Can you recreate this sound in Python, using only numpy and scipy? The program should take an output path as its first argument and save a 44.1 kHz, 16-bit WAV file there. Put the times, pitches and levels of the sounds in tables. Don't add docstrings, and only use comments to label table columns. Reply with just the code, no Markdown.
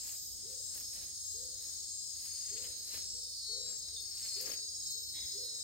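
import sys
import numpy as np
from scipy import signal
from scipy.fft import rfft, irfft
from scipy.io import wavfile
from scipy.ndimage import uniform_filter1d

SR = 44100
rng = np.random.default_rng(int(sys.argv[2]) if len(sys.argv) > 2 else 0)


def wav_out(sig):
    wavfile.write(sys.argv[1], SR, np.round(np.clip(np.atleast_2d(sig).T, -1, 1) * 32767).astype(np.int16))


N = 248283
TIME = np.arange(N) / SR
SIDES = np.array([[1], [-1]])


def undb(db):
    return 10 ** (np.asarray(db) / 20)


def unit(x):
    return x / np.sqrt(np.mean(np.abs(x) ** 2))


def read(table, outside=None):
    s, *columns = np.transpose(table)
    return [np.interp(TIME, s, c, outside, outside) for c in columns]


def walk(rate):
    k = int(SR / rate)
    steps = np.repeat(rng.standard_normal(N // k + 1), k)
    smooth = uniform_filter1d(uniform_filter1d(steps, k), k)
    return unit(smooth[:N])


def over_hz(points):
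    hz, value = np.transpose(points)
    return np.interp(np.log(np.fft.rfftfreq(N, 1 / SR) + 1), np.log(hz), value)


def phrase(start, end, db, edge_s=0.046):
    return undb(db) * np.clip(np.minimum(TIME - start, end - TIME) / edge_s + .5, 0, 1)


# f/Hz, likeness (-1 to 1)
LIKENESS = [(60, 0.52), (130, 0.4), (500, 0.22), (1400, 0.32), (3100, 0.22), (6000, -0.033)]
# f/Hz, left minus right level/dB
BALANCE_DB = [(100, 7), (380, 2), (4400, 0.5), (8100, 5.5), (10000, -3.5), (15000, -4)]


def stereo_noise(colour, mid=None, side=None):
    like = np.clip(over_hz(LIKENESS), -.9, .9)
    mid = rng.standard_normal(N) if mid is None else mid
    side = rng.standard_normal(N) if side is None else side
    gain = undb(over_hz(colour))
    mid = rfft(mid) * gain * np.sqrt(1 + like)
    side = rfft(side) * gain * np.sqrt(1 - like)
    both = irfft((mid + SIDES * side) * undb(SIDES * over_hz(BALANCE_DB) / 2), N)
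    return both / np.std(both.mean(axis=0))


def tone(hz, gain, pan_db, fading=0.2, spread=1.0):
    carrier = np.sqrt(2) * np.exp(2j * np.pi * np.cumsum(hz) / SR)
    mid = unit(1 + fading * (walk(14) + 1j * walk(13)))
    side = spread * unit(walk(7) + 1j * walk(6.4))
    return gain * (carrier * (mid + SIDES * side)).real * undb(SIDES * pan_db / 2)


def forest(x, t60_s, wet_db, spread=0.82):
    s = np.arange(SR // 2) / SR
    decay = np.exp(-np.log(1000) * s / t60_s) * (s > .008)
    mid, side = rng.standard_normal((2, len(s))) * decay
    tail = (mid + SIDES * spread * side) / np.sqrt(np.sum(mid ** 2) * (1 + spread ** 2))
    return x + undb(wet_db) * signal.fftconvolve(x, tail, axes=1)[:, :N]


def blips(events, hz, rise_s, fall_s, pan_db):
    shape = 0
    for s, db in events:
        age = np.clip(TIME - s, 0, 1)
        shape = shape + undb(db) * (1 - np.exp(-age / rise_s)) * np.exp(-age / fall_s)
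    return tone(hz + 10 * walk(60), shape, pan_db, fading=0.034, spread=0.76)


# f/Hz, relative level/dB
CHORUS = [(2600, -35.5), (3700, -15.5), (4300, -5.5), (4640, -9), (5000, -0.5), (5400, -4), (5850, -11.5),
          (6550, 0.5), (7060, -5), (8800, -3), (9610, -17.5), (9980, -42), (10800, -20.5), (15700, -18.5)]
# f/Hz, relative level/dB
AIR = [(21, -29), (35, -10), (59, -1), (83, 0), (185, -13), (274, -10.5), (393, -14.5), (466, -15.5),
       (973, -29), (2030, -28), (2550, -35.5), (3200, -15.5), (4160, -33), (7040, -120)]
# f/Hz, level/dB
HUM = [(57, -77.5), (84, -74.5), (545, -86.5)]
CHORUS_DB, AIR_DB = -49.5, -67


def background():
    chorus = stereo_noise(CHORUS) * undb(CHORUS_DB + 0.41 * walk(1.9) + 0.85 * walk(8.3))
    air = stereo_noise(AIR) * undb(AIR_DB + 1.9 * walk(8))
    hum = sum(tone(hz + 2.54 * walk(2.9), undb(db), 8.3, fading=0.16, spread=0.57) for hz, db in HUM)
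    return chorus + air + hum


def crackle(spread_db):
    return rng.standard_normal(N) * undb(spread_db * walk(400))


# middle t/s, length/s, low crunch level/dB, mid crackle level/dB, fine hiss level/dB
RUSTLE = [(0.082, 0.14, -76, -62, -53), (0.516, 0.058, -77, -74, -63), (0.782, 0.093, -67.5, -70, -53),
          (0.968, 0.054, -70, -65, -63), (1.05, 0.093, -71, -66.5, -58.5), (1.666, 0.17, -72, -83, -59),
          (2.275, 0.13, -85, -67.5, -56.5), (2.47, 0.23, -86, -69, -73), (2.578, 0.02, -80, -56, -73),
          (2.646, 0.015, -81, -55, -70), (2.673, 0.18, -70, -66, -59), (2.955, 0.084, -62.5, -56.5, -52.5),
          (3.706, 0.11, -67.5, -73, -62), (3.89, 0.022, -68, -80, -66.5), (4.142, 0.15, -95, -71, -59.5),
          (4.255, 0.062, -70, -59, -54.5), (4.403, 0.1, -72, -59, -58), (4.474, 0.043, -57.5, -65, -52.5),
          (4.519, 0.072, -58.5, -54.5, -52), (5.57, 0.33, -75, -82, -65)]
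# f/Hz, relative level/dB
LEAVES = [(150, 0), (400, 5), (640, 5.5), (850, -6.5), (1700, -1), (2600, -5), (5000, -43)]
LEAF_CRISP = [(1200, -17.5), (1900, -0.5), (3000, 2.5), (6000, -8.5)]
LEAF_TOPS = [(6000, -10), (9500, -3.5), (11500, 3), (15800, -1)]


def leaf_litter():
    crunch, crisp, hiss = 0, 0, 0
    for s, length, crunch_db, crisp_db, hiss_db in RUSTLE:
        swell = 1 / (1 + (1.82 * (TIME - s) / length) ** 2) ** 1.2
        crunch = crunch + swell * undb(crunch_db)
        crisp = crisp + swell * undb(crisp_db)
        hiss = hiss + swell * undb(hiss_db)
    low = stereo_noise(LEAVES, crackle(3.8), crackle(0.84)) * crunch
    middle = stereo_noise(LEAF_CRISP, crackle(3.0), crackle(1.0)) * crisp
    high = stereo_noise(LEAF_TOPS, crackle(3.8), crackle(2.2)) * hiss
    return low + middle + high


# t/s, tick level/dB before filtering, left minus right level/dB
SNAPS = [(0.0583, -41.5, -4.5), (0.7492, -36, -8.5), (0.7734, -36.5, -5.0), (0.8002, -31, -5.5),
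         (0.9373, -37, -8), (1.625, -38.5, -8), (2.971, -37, 0), (3.5214, -41.5, -9), (3.7783, -39.5, -14),
         (4.0095, -35, -9), (4.413, -24.5, -5.0), (4.909, -33.5, -14)]
TWIG_BODY_DB = -56


def twigs():
    ticks, bodies = np.zeros((2, N)), np.zeros((2, N))
    age = np.arange(600) / SR
    for (s, tick_db, pan_db), burst in zip(SNAPS, rng.standard_normal((len(SNAPS), 600))):
        at = slice(int(s * SR), int(s * SR) + 600)
        ticks[:, at] += undb(tick_db + SIDES * pan_db / 2) * burst * np.exp(-age / 0.00048)
        bodies[:, at] += undb(TWIG_BODY_DB) * burst * np.exp(-age / 0.0013)
    ticks = signal.sosfilt(signal.butter(2, 7000, "high", fs=SR, output="sos"), ticks)
    bodies = signal.sosfilt(signal.butter(1, (800, 4000), "band", fs=SR, output="sos"), bodies)
    return forest(ticks + bodies, 0.083, 1.5)


# t/s, length/s, start f/Hz, middle f/Hz, end f/Hz, level/dB
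SQUEAKS = [(2.77, .07, 13700, 14100, 13700, -65), (2.845, 0.068, 12600, 12300, 12700, -65),
           (3.211, .19, 13400, 14300, 13900, -74), (3.43, .07, 12600, 12500, 12200, -75),
           (5.362, .11, 13400, 14100, 13400, -68)]


def squeaks():
    hz, gain = 0, 0
    for s, length, from_hz, middle_hz, to_hz, db in SQUEAKS:
        u = 2 * np.clip((TIME - s) / length, 0, 1) - 1
        arch = middle_hz + u * (to_hz - from_hz) / 2 + u ** 2 * ((from_hz + to_hz) / 2 - middle_hz)
        hz = np.where(TIME > s - .01, arch, hz)
        gain = gain + phrase(s, s + length, db, .02)
    return tone(hz, gain, -9)


def whooper(calls, length_s, from_hz, to_hz):
    done, gain = 0, 0
    for s, db in calls:
        done = np.where(TIME > s - .03, np.clip((TIME - s) / length_s, 0, 1), done)
        gain = gain + phrase(s, s + length_s, db, 0.029)
    hz = from_hz + (to_hz - from_hz) * np.sin(done * np.pi / 2) + 22 * walk(110)
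    return tone(hz, gain * undb(-6 * done), 1.0, fading=0.085, spread=0.29)


# t/s, level/dB at the start of the call
WHOOPS = [(0.444, -62), (1.345, -60.5), (2.515, -60), (3.494, -59), (4.364, -57), (5.344, -58.5)]
# t/s, level/dB at the start of the call
ANSWERS = [(3.14, -63), (3.931, -68), (4.951, -67.5)]


def whoops():
    caller = whooper(WHOOPS, length_s=.105, from_hz=410, to_hz=520)
    answerer = whooper(ANSWERS, length_s=.045, from_hz=432, to_hz=465)
    return forest(caller + answerer, 0.9, 0.36, 0.21)


# f/Hz, width/Hz of each of two passes, level/dB
THROAT = [(886, 310, -9.5), (2075, 360, 2.5), (3460, 270, 9)]
CROAK_START_S, CROAK_LENGTH_S = 5.145, .12
CROAK_RATE_HZ, CROAK_SAG_HZ_PER_S = 239.5, 40.5
CROAK_DB, CROAK_FALL_DB_PER_S = -56, 53


def croak():
    age = np.clip(TIME - CROAK_START_S, 0, CROAK_LENGTH_S)
    rate = (CROAK_RATE_HZ - CROAK_SAG_HZ_PER_S * age) * (1 + .009 * walk(70))
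    pulses = np.diff(np.floor(np.cumsum(rate) / SR), prepend=0) > 0
    buzz = pulses * undb(4.4 * walk(150)) + 0.057 * rng.standard_normal(N)
    voice = 0
    for f, width, gain_db in THROAT:
        b, a = signal.iirpeak(f, f / width, SR)
        ringing = signal.lfilter(b, a, signal.lfilter(b, a, buzz))
        voice = voice + undb(gain_db) * unit(ringing)
    level_db = CROAK_DB - CROAK_FALL_DB_PER_S * age
    gain = phrase(CROAK_START_S, CROAK_START_S + CROAK_LENGTH_S, level_db, 0.026)
    return forest(unit(voice) * gain * np.ones((2, 1)), 0.98, -0.93)


PIP_S, PIP_GAP_S = 3.9639, .0275
PIP_DB, PIP_LOSS_DB = -40, 16


def pips():
    events = [(PIP_S + k * PIP_GAP_S, PIP_DB - k * PIP_LOSS_DB) for k in range(3)]
    return forest(blips(events, 3640, rise_s=0.0019, fall_s=0.01, pan_db=1), 0.23, -2)


# t/s, click rate f/Hz, level/dB before the body, brightness/dB per multiple
CICADAS = [
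    [(1.3, 404.3, -67, -7.5), (2.4, 402.3, -57.5, 11), (3.07, 397.7, -57.5, -1.5), (3.4, 396.2, -54.5, 6),
     (3.45, 398, -52.5, -5), (3.7, 396, -51, 0.5), (4.0, 395.6, -57, 4), (4.45, 391.7, -49.5, 6),
     (4.75, 392, -55.5, 2.5), (5.1, 389.9, -54.5, -3.5), (5.63, 385.3, -52, 0.5)],
    [(0.55, 409.5, -64.5, -1), (1.75, 400.6, -64.5, 7), (2.2, 407, -93, 2)],
    [(0, 383.6, -68.5, -1), (2.2, 369.5, -68.5, -1.8), (4.4, 372.4, -70.5, -9)],
]
MULTIPLES = [10, 11, 12]
BODY_DB = [-3.5, -0.5, -9.5]
PARTIAL_FLICKER_DB = 2


def cicada(song):
    hz, _, tilt_db = read(song)
    db = read(song, -120)[1]
    out = 0
    for k, body_db in zip(MULTIPLES, BODY_DB):
        level_db = db + body_db + tilt_db * (k - MULTIPLES[1]) + PARTIAL_FLICKER_DB * walk(18)
        out = out + tone(k * hz, undb(level_db), 0.85, fading=0.54)
    return out


PITCH_HZ = [4865, 5045, 5170, 5450, 6540, 6620, 6330, 6989, 7016, 9400, 8680, 13800, 14200, 10700, 11900,
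            5200, 7549, 7627, 7927]
# pulse rate/Hz, t/s of one pulse, pulse sharpness, pitch wander/Hz, left minus right level/dB,
# swell/dB per s within a phrase. The last three rows are the tones of one katydid that buzzes in bursts.
SINGERS = [(13.9, 0.023, 0.65, 4, -5.5, -0.1), (41, 0.0076, 0.062, 3.4, 2, 1.8),
           (19.2, 1.425, 1.64, 6, -3, 1.5), (61.2, 0.7048, 1.1, 70, -2, -2),
           (27.06, 0.6223, 0.93, 10, 4.5, 3.5), (35.06, 0.015, 0.65, 13, 7.5, 0),
           (26.6, 0.011, 0.78, 22, 8, 2), (26.9, 0.52, .3, 1.3, 0, -1), (26.8, 1.2, 0.26, 2, -3, 3),
           (18.1, 1.1, 1.3, 25, 1, 6), (32.8, 0.01, 0.34, 110, 4.5, 0.35), (170, 0.01, 0.34, 150, -4.5, -1),
           (187, 0.0087, 0.46, 240, -5, -2), (134, 0.0056, 0.18, 290, 8, -12),
           (103, 0.01, 0.32, 97, -12, -4), (55.9, 0.013, 0.24, 110, 14, 0.5),
           (127.2, 0.01, 0.39, 4, 0.5, -2), (133, 0.0113, 2.5, 6.2, 2, 7), (131.4, 0.01, 1.2, 3.2, 4.5, -6)]
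# start t/s, end t/s, level/dB at the
PAIR = [(-1, 0.22, -62), (1.446, 2.745, -62.5), (4.25, 5.45, -61.5)]
# start t/s, end t/s, level/dB at the middle
PHRASES = [
    [(-0.56, 8, -62)],
    [(1.8, 6, -61.5)],
    [(-0.77, 2.95, -62)],
    [(0.65, 2.2, -60), (2.9, 3.8, -55.5)],
    [(0.6, 1.38, -54.5), (1.4, 3.1, -55), (3.65, 5.0, -55.5)],
    [(0, 4.4, -61), (4.5, 6.5, -60)],
    [(3.4, 4.5, -66)],
    PAIR,
    PAIR,
    [(0.85, 1.5, -64), (2.15, 2.4, -64), (3.03, 3.45, -67)],
    [(-0.35, 6, -59.5)],
    [(0, 0.32, -59.5), (4.95, 5.33, -59.5)],
    [(0.5, 0.75, -67), (1.2, 1.5, -68), (4.8, 5.0, -64)],
    [(0.85, 1.25, -68), (2.4, 2.75, -73)],
    [(0.848, 1.05, -62.5)],
    [(-1.6, 9.2, -67.5)],
]
# middle t/s, level/dB before each tone's share
BUZZ = [(0.08, -54.5), (0.68, -59), (1.32, -56), (1.96, -56), (2.538, -55.5), (3.12, -58), (3.7, -53),
        (4.28, -56.5), (4.88, -57.5), (5.66, -55)]
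BUZZ_TONES_DB = [1.5, -0.2, -7.5]
BUZZ_S = 0.22


def singers():
    phrases = list(PHRASES)
    for share_db in BUZZ_TONES_DB:
        phrases.append([(s - BUZZ_S / 2, s + BUZZ_S / 2, db + share_db) for s, db in BUZZ])
    out = 0
    for hz, (rate, first, sharp, wander_hz, pan_db, swell), rows in zip(PITCH_HZ, SINGERS, phrases):
        song = 0
        for start, end, db in rows:
            from_middle = np.clip(TIME, start, end) - (start + end) / 2
            song = song + phrase(start, end, db + swell * from_middle, 0.15)
        pulses = unit(np.exp(sharp * np.cos(2 * np.pi * rate * (TIME - first))))
        out = out + tone(hz + wander_hz * walk(20 + 4 * wander_hz), pulses * song, pan_db)
    return forest(out, 0.33, -3.0)


CHIRP_S, CHIRP_GAP_S = 3.7666, .05747
CHIRP_DB, CHIRP_START_DB = -38, -6
CHIRP_WARM_UP = 2
SECOND_STROKE_S, SECOND_STROKE_DB = .021, -12


def near_cricket():
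    chirps = []
    for k in range(33):
        warm_up_db = CHIRP_START_DB * np.exp(-k / CHIRP_WARM_UP)
        chirps.append((CHIRP_S + k * CHIRP_GAP_S, CHIRP_DB + warm_up_db + rng.standard_normal()))
    chirps += [(s + SECOND_STROKE_S, db + SECOND_STROKE_DB) for s, db in chirps]
    return forest(blips(chirps, 5375, rise_s=.0025, fall_s=.008, pan_db=.5), .12, -11)


def scene():
    animals = leaf_litter() + twigs() + squeaks()
    frogs = whoops() + croak() + pips()
    insects = sum(cicada(song) for song in CICADAS) + singers() + near_cricket()
    return background() + animals + frogs + insects


TOP_HZ = 15800


def record(dry):
    return signal.sosfilt(signal.ellip(12, .5, 90, TOP_HZ, fs=SR, output="sos"), dry)


dry = scene()
out = record(dry)
wav_out(out)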